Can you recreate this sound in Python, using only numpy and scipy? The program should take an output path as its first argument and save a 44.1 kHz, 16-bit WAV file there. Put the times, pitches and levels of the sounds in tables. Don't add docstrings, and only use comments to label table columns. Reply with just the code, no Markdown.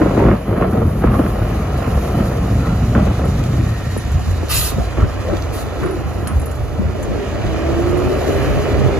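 import sys
import numpy as np
from scipy import signal
from scipy.fft import rfft, irfft, next_fast_len
from scipy.io import wavfile
from scipy.ndimage import uniform_filter1d

SR = 44100
rng = np.random.default_rng(int(sys.argv[2]) if len(sys.argv) > 2 else 0)


def store_pcm(level_fs):
    pcm = np.round(np.clip(level_fs, -1, 1) * 32767).astype(np.int16)
    wavfile.write(sys.argv[1], SR, np.atleast_2d(pcm).T)


N = 396459
T = np.arange(N) / SR
SIZE = next_fast_len(N + SR)
FREQ = np.maximum(np.fft.rfftfreq(SIZE, 1 / SR), 1)

# [t/s, frame rumble level/dB, drumming level/dB, scrape level/dB]
BLADE_DRAG = [(0, -21, -19, -20.5), (.75, -18, -17, -25.5), (1.35, -18, -22, -23.5), (1.8, -19.5, -23, -25),
              (2.15, -23, -24, -22.5), (2.5, -16.5, -18.5, -26.5), (3.1, -17, -21.5, -27.5),
              (3.55, -17.5, -18.5, -28.5), (4, -22, -31, -35), (4.4, -17.5, -32.5, -31.5),
              (4.85, -21.5, -45, -29), (5.55, -23, -41, -26.5), (6.1, -23.5, -37, -27.5),
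              (6.7, -22, -38, -31), (7.25, -23, -30, -30.5), (7.9, -21, -30.5, -23.5),
              (8.99, -20, -26, -26)]
# [start t/s, length t/s, drumming level/dB, scrape level/dB, grit level/dB]
BLADE_BITES = [(.01, 0.065, -19, -24, -34), (0.167, 0.16, -16.5, -20, -31), (0.473, 0.06, -18, -25.5, -41),
               (0.554, 0.1, -24, -23.5, -33), (0.72, 0.095, -21, -23.5, -40),
               (1.011, 0.15, -19.5, -25, -34.5), (1.18, 0.075, -16, -28, -37),
               (1.798, .09, -30, -29.5, -35), (2.166, 0.055, -20.5, -27, -34), (2.43, .035, -29, -33, -38),
               (2.657, 0.058, -16, -29, -37.5), (2.939, 0.066, -13.5, -25.5, -32),
               (3.063, 0.039, -34, -28.5, -37), (3.19, 0.067, -24, -25, -43), (4.76, 0.03, -22, -28, -46),
               (4.966, 0.073, -32, -25, -33), (5.225, 0.054, -33, -35, -42), (5.29, 0.057, -28, -29, -37),
               (5.81, 0.062, -26, -30, -32.5), (6.258, .05, -26, -35, -35), (6.784, 0.14, -31, -42, -58)]
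# [start t/s, length t/s, level/dB added to the drag]
BLADE_LIFTS = [(0.336, 0.11, -8), (0.878, 0.17, -2.5), (1.28, 0.074, -1)]
BITE_ATTACK_S, BITE_RELEASE_S = 0.0075, 0.034
# [middle t/s, level/dB]
FRAME_BOUNCES = [(.24, -16), (.85, -11.5), (1.09, -15), (1.42, -15.5), (1.98, -14), (2.36, -17),
                 (2.78, -16), (4.15, -13.5), (4.3, -15.5), (5.025, -8.5), (6.38, -12), (6.63, -17),
                 (6.87, -17), (8.73, -18.5)]
BOUNCE_HALF_S = 0.041
# [f/Hz, width f/Hz, level/dB against the scrape]
BLADE_MODES = [(347.5, 80, -18), (449.5, 80, -15.5), (542.7, 90, -15.5), (689.5, 110, -20.5),
               (1084, 200, -22), (1290, 200, -23), (1924, 250, -32.5)]
# [middle t/s, half length t/s, f/Hz, width f/Hz, level/dB]
BLADE_GROANS = [(0.023, 0.02, 320.4, 108, -11.5), (0.235, 0.017, 402, 85, -11.5),
                (0.216, 0.021, 950, 120, -23), (0.72, 0.16, 400, 152, -25), (1.151, 0.043, 1147, 200, -29),
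                (1.198, 0.015, 309, 81, -16), (2.595, 0.2, 115.2, 9.2, -23.5),
                (2.666, 0.064, 1350, 220, -33.5), (2.99, 0.059, 201, 27, -20),
                (2.991, 0.067, 640, 130, -27.5), (3.352, 0.56, 114.1, 9, -20.5),
                (3.8, 0.25, 1835, 190, -42), (4.147, 0.25, 719, 90, -39.5), (4.785, 0.11, 692, 124, -32.5),
                (5.297, 0.05, 550, 180, -23.5), (5.337, 0.011, 340, 69, -17), (5.898, 0.094, 350, 130, -22),
                (7.217, 0.05, 402, 50.3, -26.5)]
# [t/s, thud level/dB, clank level/dB, crack level/dB], the last two before blows() trims them
RUT_KNOCKS = [(0.017, -24, -15, -15), (0.058, -19.5, -9, -26), (0.106, -14, -17.5, -30),
              (.148, -28, -15, -26), (.174, -16, -9.5, -21), (.199, -15, -20, -29), (.224, -7, -9.5, -27),
              (0.239, -19, -12, -25), (.265, -20, -8, -19), (.289, -25, -15, -20), (.314, -21, -13, -14),
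              (0.336, -11, -16, -28), (.511, -19, -15, -27), (0.574, -18, -21, -32), (0.612, -15, -14, -30),
              (0.623, -25, -17, -16), (.645, -30, -26, -25), (.817, -20, -15.5, -39), (.878, -25, -27, -40),
              (1.039, -7, -7.5, -15.5), (1.073, -24, -21, -18.5), (1.14, -26, -22, -22.5),
              (1.192, -20, -10.5, -17), (1.264, -30, -24, -18.5), (1.391, -23, -22.5, -29),
              (1.922, -27, -22, -35), (1.973, -22, -21, -37), (2.313, -30, -27, -28),
              (2.951, -9, -14.5, -15.5), (2.96, -16, -18, -36), (2.977, -15, -19, -35),
              (3.067, -25, -19, -28), (3.192, -26, -23, -32), (3.672, -26, -31, -40),
              (3.801, -36, -30, -29), (3.963, -17, -21, -32), (4.396, -36, -29, -37),
              (4.429, -18, -18.5, -35), (4.718, -36, -24, -25), (4.78, -6.5, -20.5, -40),
              (4.98, -40, -17.5, -30), (5.026, -15, -28, -28), (5.334, -28, -21, -31),
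              (5.659, -34, -33, -34), (5.758, -32, -30, -36), (5.832, -26, -28, -22),
              (6.222, -37, -25, -36), (6.785, -12, -22, -44), (6.815, -17, -22.5, -42),
              (6.846, -28, -30, -38), (6.998, -41, -22.5, -37), (7.156, -17, -24, -42),
              (7.925, -24, -17, -51), (8.12, -22, -17, -36), (8.345, -31, -19, -37), (8.653, -26, -24, -25)]
BEND_LAG_S = 0.00478

# [t/s, firing rate f/Hz]
ENGINE_REVS = [(0, 100), (1.5, 100), (2.5, 85), (6.7, 80), (7.1, 99), (7.5, 107), (7.8, 113.7), (7.97, 119),
               (8.3, 131.5), (8.5, 136), (8.68, 138), (8.99, 132)]
# [t/s, roar level/dB, clatter level/dB]
ENGINE_LOAD = [(0, -32, -35.5), (.8, -33, -42.5), (1.5, -46, -36), (3, -38, -37), (4.3, -37.5, -37),
               (5.5, -39, -37), (6.7, -34, -41), (7.1, -28, -36), (7.5, -28.5, -32.5), (8, -24, -33),
               (8.45, -23.5, -29.5), (8.99, -23, -31.5)]
# [multiple of the firing rate, level/dB against the roar]
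EXHAUST_ORDERS = [(1, -7), (2, -18), (2.5, -13.5), (3.5, -16), (4, -16), (5, -17)]
# [multiple of firing rate, centre f/Hz, width f/Hz,
# level/dB against the roar]
STACK_RESONANCES = [(3, 350, 56, 3.5), (3, 409, 31, -2.5), (6, 657, 40, -3.5)]
# [f/Hz, width f/Hz, level/dB against the roar]
MUFFLER_RESONANCE = (605, 60, -10)

# [t/s, crunch level/dB, fine spray level/dB]
SNOW_FLOW = [(.15, -44, -48.5), (.4, -52.5, -50), (1.2, -47, -44.5), (1.7, -45, -48.5), (2.05, -43, -44),
             (2.7, -42, -48.5), (4.4, -41, -49), (5, -43.5, -52.5), (5.7, -45, -53), (6.4, -47.5, -50),
             (6.8, -48, -54), (7.4, -43.5, -54.5), (8.35, -40, -45), (8.99, -41.5, -51.5)]
# [t/s, tick level/dB, ring level/dB, link pitch f/Hz]
CHAIN_CLINKS = [(3.251, -37, -54, 10300), (3.439, -34, -59, 10300), (3.975, -30, -41, 10400),
                (4.117, -34, -62, 10300), (4.309, -39, -62, 10300), (5.834, -38, -54, 11000),
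                (5.856, -46, -49, 9895), (5.91, -48, -51, 10400), (6.274, -25.5, -36, 9940),
                (6.397, -37, -49, 10100), (6.416, -34, -58, 10400), (6.458, -38, -44, 10600),
                (6.514, -33, -51, 9900), (6.555, -40, -56, 10900), (7.027, -27.5, -53, 10400),
                (7.91, -38, -56, 10300), (7.973, -34, -49, 10200)]
# [f/Hz above the link pitch, level/dB against the ring, t60 t/s]
LINK_MODES = [(-260, 4, 0.17), (-1, 2.5, 0.12), (451, 3, .09), (848, -6, .06), (1145.5, 10, 0.031),
              (4200, -11, .04)]
# [t/s, level/dB before the trim in snaps()]
SHORT_SNAPS = [(3.439, -14.5), (4.485, -17), (5.369, -16), (5.423, -17), (6.272, -16)]
# [start t/s, length t/s, starting level/dB]
AIR_VENTS = [(4.489, 0.2, -16), (5.519, 0.11, -33)]
AIR_ATTACK_S, AIR_RELEASE_S, AIR_SAG_DB_PER_S = 0.026, 0.029, 38
# [f/Hz, width f/Hz, level/dB against the jet]
VALVE_WHISTLES = [(1230, 130, -13), (1910, 250, -17), (2660, 420, -19)]

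# [f/Hz, level/dB]
RUMBLE_COLOUR = [(18, -33.5), (32, -12), (45, 3), (60, 7), (85, 7), (115, -0.5), (150, -4), (260, -49.5)]
DRUM_COLOUR = [(70, -30), (110, 4), (140, 0.5), (210, 0), (270, -7.5), (360, -14.5), (700, -56)]
SCRAPE_COLOUR = [(150, -23.5), (250, 2), (330, 2.5), (560, -3), (720, -2.5), (900, -12.5), (1080, -12.5),
                 (1330, -9.5), (1560, -24), (1900, -25.5), (2800, -38), (3500, -35.5), (8000, -64)]
GRIND_COLOUR = [(500, -21.5), (800, 0.5), (1100, 6), (1400, 4), (1700, 0.5), (2100, -4), (2900, -9.5),
                (3600, -19), (7000, -42)]
THUD_COLOUR = [(25, -62), (55, 15.5), (85, -8), (200, 2), (320, -24), (900, -49)]
CLANK_COLOUR = [(130, -24), (240, 8), (400, 5), (540, 5), (650, 0), (900, -7.5), (1300, -18), (1900, -43),
                (3000, -57.5)]
CRACK_COLOUR = [(600, -13), (900, -6), (1070, 10), (1180, 7.5), (1300, 6.5), (1600, 2), (1950, -5),
                (2300, -13.5), (2950, -16), (3400, -25), (6000, -53)]
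ROAR_COLOUR = [(120, -19.5), (270, 4.5), (360, 5.5), (460, 4.5), (610, 2.5), (720, -4), (900, -12.5),
               (1080, -23), (1240, -11), (1500, -68), (2200, -31.5)]
CLATTER_COLOUR = [(600, 1.5), (1200, 6.5), (1500, 3.5), (1850, 6), (2150, 0.5), (2450, 3), (2700, -2),
                  (2980, 0), (3300, -8.5), (5000, -11), (9000, -32.5)]
CRUNCH_COLOUR = [(1200, 3.5), (2500, -11), (3800, 5.5), (5000, 0), (7000, 0.5), (8500, -4), (10500, -11),
                 (15000, -42)]
SPRAY_COLOUR = [(4000, -27), (7000, -32), (9000, 11.5), (11000, 10), (12800, 11.5), (14500, 13),
                (15300, -16)]
TICK_COLOUR = [(1500, 12.5), (3500, 2), (5000, -9), (7000, 8), (9000, 7), (11000, -2), (14500, 0),
               (15300, -27)]
SNAP_COLOUR = [(1200, -12), (2500, 4), (4500, 6), (6300, -1), (8000, -2), (10000, -14), (15000, -9)]
JET_COLOUR = [(500, -18), (950, 0), (1220, -4), (1500, 0), (2150, -10), (2550, 5.5), (3300, 0), (4000, 6),
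              (5700, 0), (7000, 0.5), (9000, 6), (11000, 1), (14500, 6), (15300, -22)]

# [f/Hz, level/dB]
ECHO_COLOUR = [(60, 2), (110, -3), (160, 5), (220, 2), (280, 2.5), (350, -7.5), (480, -7.5), (700, -5),
               (1300, -8), (2400, -4.5), (3350, -3), (4500, -10.5), (5500, -7.5), (6700, 1), (8200, -51),
               (15000, -20)]
# [t/s, f/Hz below which it is narrow, left minus right level/dB]
STEREO_IMAGE = [(0, 330, 1), (.3, 440, .6), (3.1, 430, -.1), (3.6, 310, -.1), (4, 200, -.2),
                (4.6, 135, -.6), (6.5, 125, -.8), (7.2, 95, -1.2), (7.7, 62, -1.2), (8.99, 55, -1.2)]
# [f/Hz, phase lead in turns, level/dB]
MIC_PORTS = [(300, 0, 0), (700, .04, -1), (2000, 0, -1), (2800, -.08, -2), (3400, -.45, -2.5),
             (4600, -.2, -3), (5500, -.3, -3), (6600, 0, -1), (7500, .2, 0), (8300, .47, 0), (8950, .52, 0),
             (10400, .97, 0), (11600, 1.03, 0), (13000, 1.47, 0), (13700, 1.52, 0), (15000, 2, 0)]
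TOP_HZ = 15200


def undb(db):
    return 10 ** (np.asarray(db) / 20)


def unit(x):
    return x / np.sqrt(np.mean(x ** 2))


def curves(rows):
    s, *columns = np.transpose(rows)
    return [np.interp(T, s, c) for c in columns]


def spectra(rows):
    hz, *columns = np.transpose(rows)
    return [np.interp(np.log(FREQ), np.log(hz), c) for c in columns]


def colour(x, points):
    top_fall = np.minimum(points[-1][0] / FREQ, 1) ** 2
    gain = unit(undb(spectra(points)[0]) * top_fall)
    cepstrum = irfft(np.log(gain), SIZE)
    cepstrum[1:SIZE // 2] *= 2
    cepstrum[SIZE // 2 + 1:] = 0
    response = np.exp(rfft(cepstrum))
    return irfft(rfft(x, SIZE) * response, SIZE)[:N]


def walk(rate):
    k = max(int(SR / rate), 1)
    steps = np.repeat(rng.standard_normal(N // k + 1), k)
    return unit(uniform_filter1d(steps, k)[:N])


def slips(rate, spread_db):
    size = undb(spread_db * rng.standard_normal(N))
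    sign = np.sign(rng.standard_normal(N))
    return unit(size * sign * (rng.random(N) < rate / SR))


def fade(start, t60):
    i = max(int(start * SR), 0)
    t = T[:min(SR // 2, N - i)]
    return slice(i, i + len(t)), undb(-60 * t / t60)


def swell(middle, half):
    span = slice(*np.searchsorted(T, [middle - np.pi * half, middle + np.pi * half]))
    return span, np.exp(-((T[span] - middle) / half) ** 2)


def gate(start, length, attack, release, t=T):
    rise = np.clip((t - start) / attack, 0, 1)
    return rise * np.exp(-np.maximum(t - start - length, 0) / release)


def ringing(hz, width):
    angle = 2 * np.pi * np.cumsum(hz * np.ones(N)) / SR
    return walk(width) * np.cos(angle) + walk(width) * np.sin(angle)


def steady(x, window_s=0.0536):
    local_power = uniform_filter1d(x ** 2, int(window_s * SR))
    return x / np.sqrt(local_power + 0.12 * np.mean(x ** 2))


def contact():
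    lift_db = sum(db * gate(s, length, BITE_ATTACK_S, BITE_RELEASE_S) for s, length, db in BLADE_LIFTS)
    drag = undb(curves(BLADE_DRAG) + lift_db)
    power = np.vstack([drag ** 2, np.zeros(N)])
    for s, db in FRAME_BOUNCES:
        span, bell = swell(s, BOUNCE_HALF_S)
        power[0, span] += (undb(db) * bell) ** 2
    for s, length, *levels_db in BLADE_BITES:
        span, _ = fade(s, length)
        bite = gate(s, length, BITE_ATTACK_S, BITE_RELEASE_S, T[span])
        power[1:, span] += np.outer(undb(levels_db), bite) ** 2
    return np.sqrt(power)


def blade(judder_db=0.24, bite_db=0.6, sway_db=1.8, wander_db=2.0, drift=.025,
          body=0.99, body_hz=420, body_from_db=-21.0, chatter_db=-19.5):
    rumble, drum, scrape, grit = contact()
    road = undb(sway_db * walk(22))
    frame = steady(colour(slips(600, 0.61), RUMBLE_COLOUR)) * rumble
    sheet = steady(colour(slips(500, 3.0), DRUM_COLOUR)) * drum
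    scrape_db = 20 * np.log10(scrape)
    jerk_db = judder_db + bite_db * (scrape_db - scrape_db.mean())
    grip = undb(jerk_db * walk(120))
    rasp = steady(colour(grip * slips(1500, 2.83), SCRAPE_COLOUR))
    low_pass = signal.butter(2, body_hz, fs=SR, output="sos")
    low = signal.sosfiltfilt(low_pass, rasp)
    rasp = rasp + low * (undb(body * (scrape_db - body_from_db)) - 1)
    modes = 0
    for hz, width, db in BLADE_MODES:
        mode = ringing(hz * (1 + drift * walk(3)), width)
        modes = modes + mode * undb(db + wander_db * walk(7))
    chatter = colour(slips(70, 2.2), CRACK_COLOUR) * undb(chatter_db)
    grind = steady(colour(slips(900, 2.8), GRIND_COLOUR))
    return road * (frame + sheet) + (rasp + modes + chatter) * scrape + grind * grit


def engine(throb=0.39, knock=0.04, wobble=0.0048, rough_db=2.0):
    hz, = curves(ENGINE_REVS)
    roar_db, clatter_db = curves(ENGINE_LOAD)
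    angle = 2 * np.pi * np.cumsum(hz * (1 + wobble * walk(45))) / SR
    beat = np.cos(angle) + .5 * np.cos(angle / 3)
    gas = colour(unit(1 + throb * beat) * rng.standard_normal(N), ROAR_COLOUR)
    lines = sum(ringing(order * hz, 9) * undb(db) for order, db in EXHAUST_ORDERS)
    muffler_hz, muffler_width_hz, muffler_db = MUFFLER_RESONANCE
    muffler = ringing(muffler_hz, muffler_width_hz) * undb(muffler_db)
    clatter = colour(unit(1 + knock * beat) * slips(7000, 2.54), CLATTER_COLOUR)
    drone = 0
    for order, centre_hz, width_hz, db in STACK_RESONANCES:
        off = 2 * (order * hz - centre_hz) / width_hz
        tone = np.sqrt(2) * undb(db) * np.sin(order * angle)
        drone = drone + tone / (1 + off ** 4) * undb(rough_db * walk(55))
    return (gas + muffler + lines + drone) * undb(roar_db) + clatter * undb(clatter_db)


def snow(flutter_db=1.26):
    crunch_db, spray_db = curves(SNOW_FLOW)
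    flow = undb(flutter_db * walk(44))
    coarse = colour(slips(9000, 3.5), CRUNCH_COLOUR) * undb(crunch_db)
    fine = colour(slips(16000, 2.7), SPRAY_COLOUR) * undb(spray_db)
    return flow * (coarse + fine)


def groans(count=600):
    out = np.zeros(N)
    chance = rng.standard_normal((len(BLADE_GROANS), 2, count))
    for (s, half, hz, width, db), pushes in zip(BLADE_GROANS, chance):
        span, bell = swell(s, half)
        t = T[:len(bell)]
        swing = np.interp(t * width, np.arange(count), pushes[0] + 1j * pushes[1])
        ring = bell * np.real(swing * np.exp(2j * np.pi * hz * t))
        out[span] += undb(db) * unit(ring) * np.sqrt(np.mean(bell ** 2))
    return out


def bend(x):
    slowness = np.maximum(np.sqrt(1500 / np.maximum(FREQ, 150)) - 1, 0)
    lag = BEND_LAG_S * slowness / (np.sqrt(5) - 1)
    phase = 2 * np.pi * np.cumsum(lag) * SR / SIZE
    return irfft(rfft(x, SIZE) * np.exp(-1j * phase), SIZE)[:N]


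def blows(column, t60, grain_rate, strike_db, rattle_db):
    rattle, strikes = np.zeros((2, N))
    for row in RUT_KNOCKS:
        span, fall = fade(row[0], t60)
        rattle[span] += undb(row[column] + rattle_db) * fall
        strikes[span.start] = undb(row[column] + strike_db)
    return strikes + rattle * slips(grain_rate, 2.6)


def knocks(thud_t60=0.059):
    push = np.zeros(N)
    for s, thud_db, *_ in RUT_KNOCKS:
        span, fall = fade(s, thud_t60)
        push[span] += undb(thud_db) * fall
    thud = colour(push * slips(1500, 1), THUD_COLOUR)
    clank = blows(-2, t60=.075, grain_rate=1800, strike_db=24, rattle_db=-6)
    crack = blows(-1, t60=.08, grain_rate=1200, strike_db=19, rattle_db=-7)
    return thud + bend(colour(clank, CLANK_COLOUR) + colour(crack, CRACK_COLOUR))


def chains(tick_t60=0.065, detune_hz=45, scatter_db=2.5):
    ticks, rings = np.zeros((2, N))
    chance = rng.standard_normal((len(CHAIN_CLINKS), len(LINK_MODES), 3))
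    for (s, tick_db, ring_db, link_hz), draws in zip(CHAIN_CLINKS, chance):
        span, fall = fade(s, tick_t60)
        ticks[span] += undb(tick_db) * fall
        for (offset_hz, db, t60), (shift, size, phase) in zip(LINK_MODES, draws):
            span, fall = fade(s, t60)
            hz = link_hz + offset_hz + detune_hz * shift
            tone = np.sin(2 * np.pi * (hz * T[span] + phase))
            rings[span] += undb(ring_db + db + scatter_db * size) * fall * tone
    return rings + colour(ticks * slips(4000, 3), TICK_COLOUR)


def snaps(snap_t60=0.01, trim_db=-10):
    burst = np.zeros(N)
    for s, db in SHORT_SNAPS:
        span, fall = fade(s, snap_t60)
        burst[span] += undb(db + trim_db) * fall
    return colour(burst * slips(12000, 1), SNAP_COLOUR)


def air_brake(sputter_db=0.2, eddy_db=1.7, waver_db=2.0, drift=.015):
    hiss = rfft(colour(rng.standard_normal(N), JET_COLOUR), SIZE)
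    band = np.searchsorted([1500, 2200, 3200, 4500, 6400, 9000], FREQ)
    jet = 0
    for k in range(band.max() + 1):
        jet = jet + irfft(hiss * (band == k), SIZE)[:N] * undb(eddy_db * walk(50))
    jet = unit(jet)
    whistle = 0
    for hz, width, db in VALVE_WHISTLES:
        tone = ringing(hz * (1 + drift * walk(20)), width)
        whistle = whistle + tone * undb(db + waver_db * walk(45))
    out = 0
    for s, length, db in AIR_VENTS:
        pressure = undb(-AIR_SAG_DB_PER_S * np.maximum(T - s, 0))
        valve = undb(db) * gate(s, length, AIR_ATTACK_S, AIR_RELEASE_S)
        out = out + (jet + whistle * pressure) * pressure * valve
    return out * undb(sputter_db * walk(120))


def reflections(x, t60):
    _, fall = fade(0, t60)
    echo = fall * rng.standard_normal(len(fall))
    return signal.oaconvolve(x, echo / np.linalg.norm(echo))[:N]


def street(x, t60=0.1, count=5):
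    paths = np.array([walk(9) for _ in range(count)])
    shares = paths / np.linalg.norm(paths, axis=0)
    scattered = sum(reflections(x, t60) * share for share in shares)
    scattered = irfft(rfft(scattered, SIZE) * undb(spectra(ECHO_COLOUR)[0]), SIZE)[:N]
    corner_hz, pan_db = curves(STEREO_IMAGE)
    hz, s, frames = signal.stft(scattered, SR, nperseg=2048)
    ratio = np.interp(s, T, corner_hz) / (hz[:, None] + 1)
    high_pass = 1 / np.sqrt(1 + ratio ** 18)
    side = signal.istft(frames * high_pass, SR)[1][:N]
    return np.array([x + side, x - side]) * undb(np.array([pan_db, -pan_db]) / 2)


def scene():
    plough = blade() + groans() + knocks() + snow()
    truck = engine() + chains() + air_brake()
    return street(plough + truck + snaps())


def record(dry):
    turns, tilt_db = spectra(MIC_PORTS)
    lead = np.pi * 1j * turns + np.log(undb(tilt_db / 2))
    ports = irfft(rfft(dry, SIZE) * np.exp([lead, -lead]), SIZE)[:, :N]
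    rounded = ports / (1 + ports ** 6) ** (1 / 6)
    top_cut = signal.ellip(8, .2, 70, TOP_HZ, fs=SR, output="sos")
    return signal.sosfilt(top_cut, rounded)


dry = scene()
out = record(dry)
store_pcm(out)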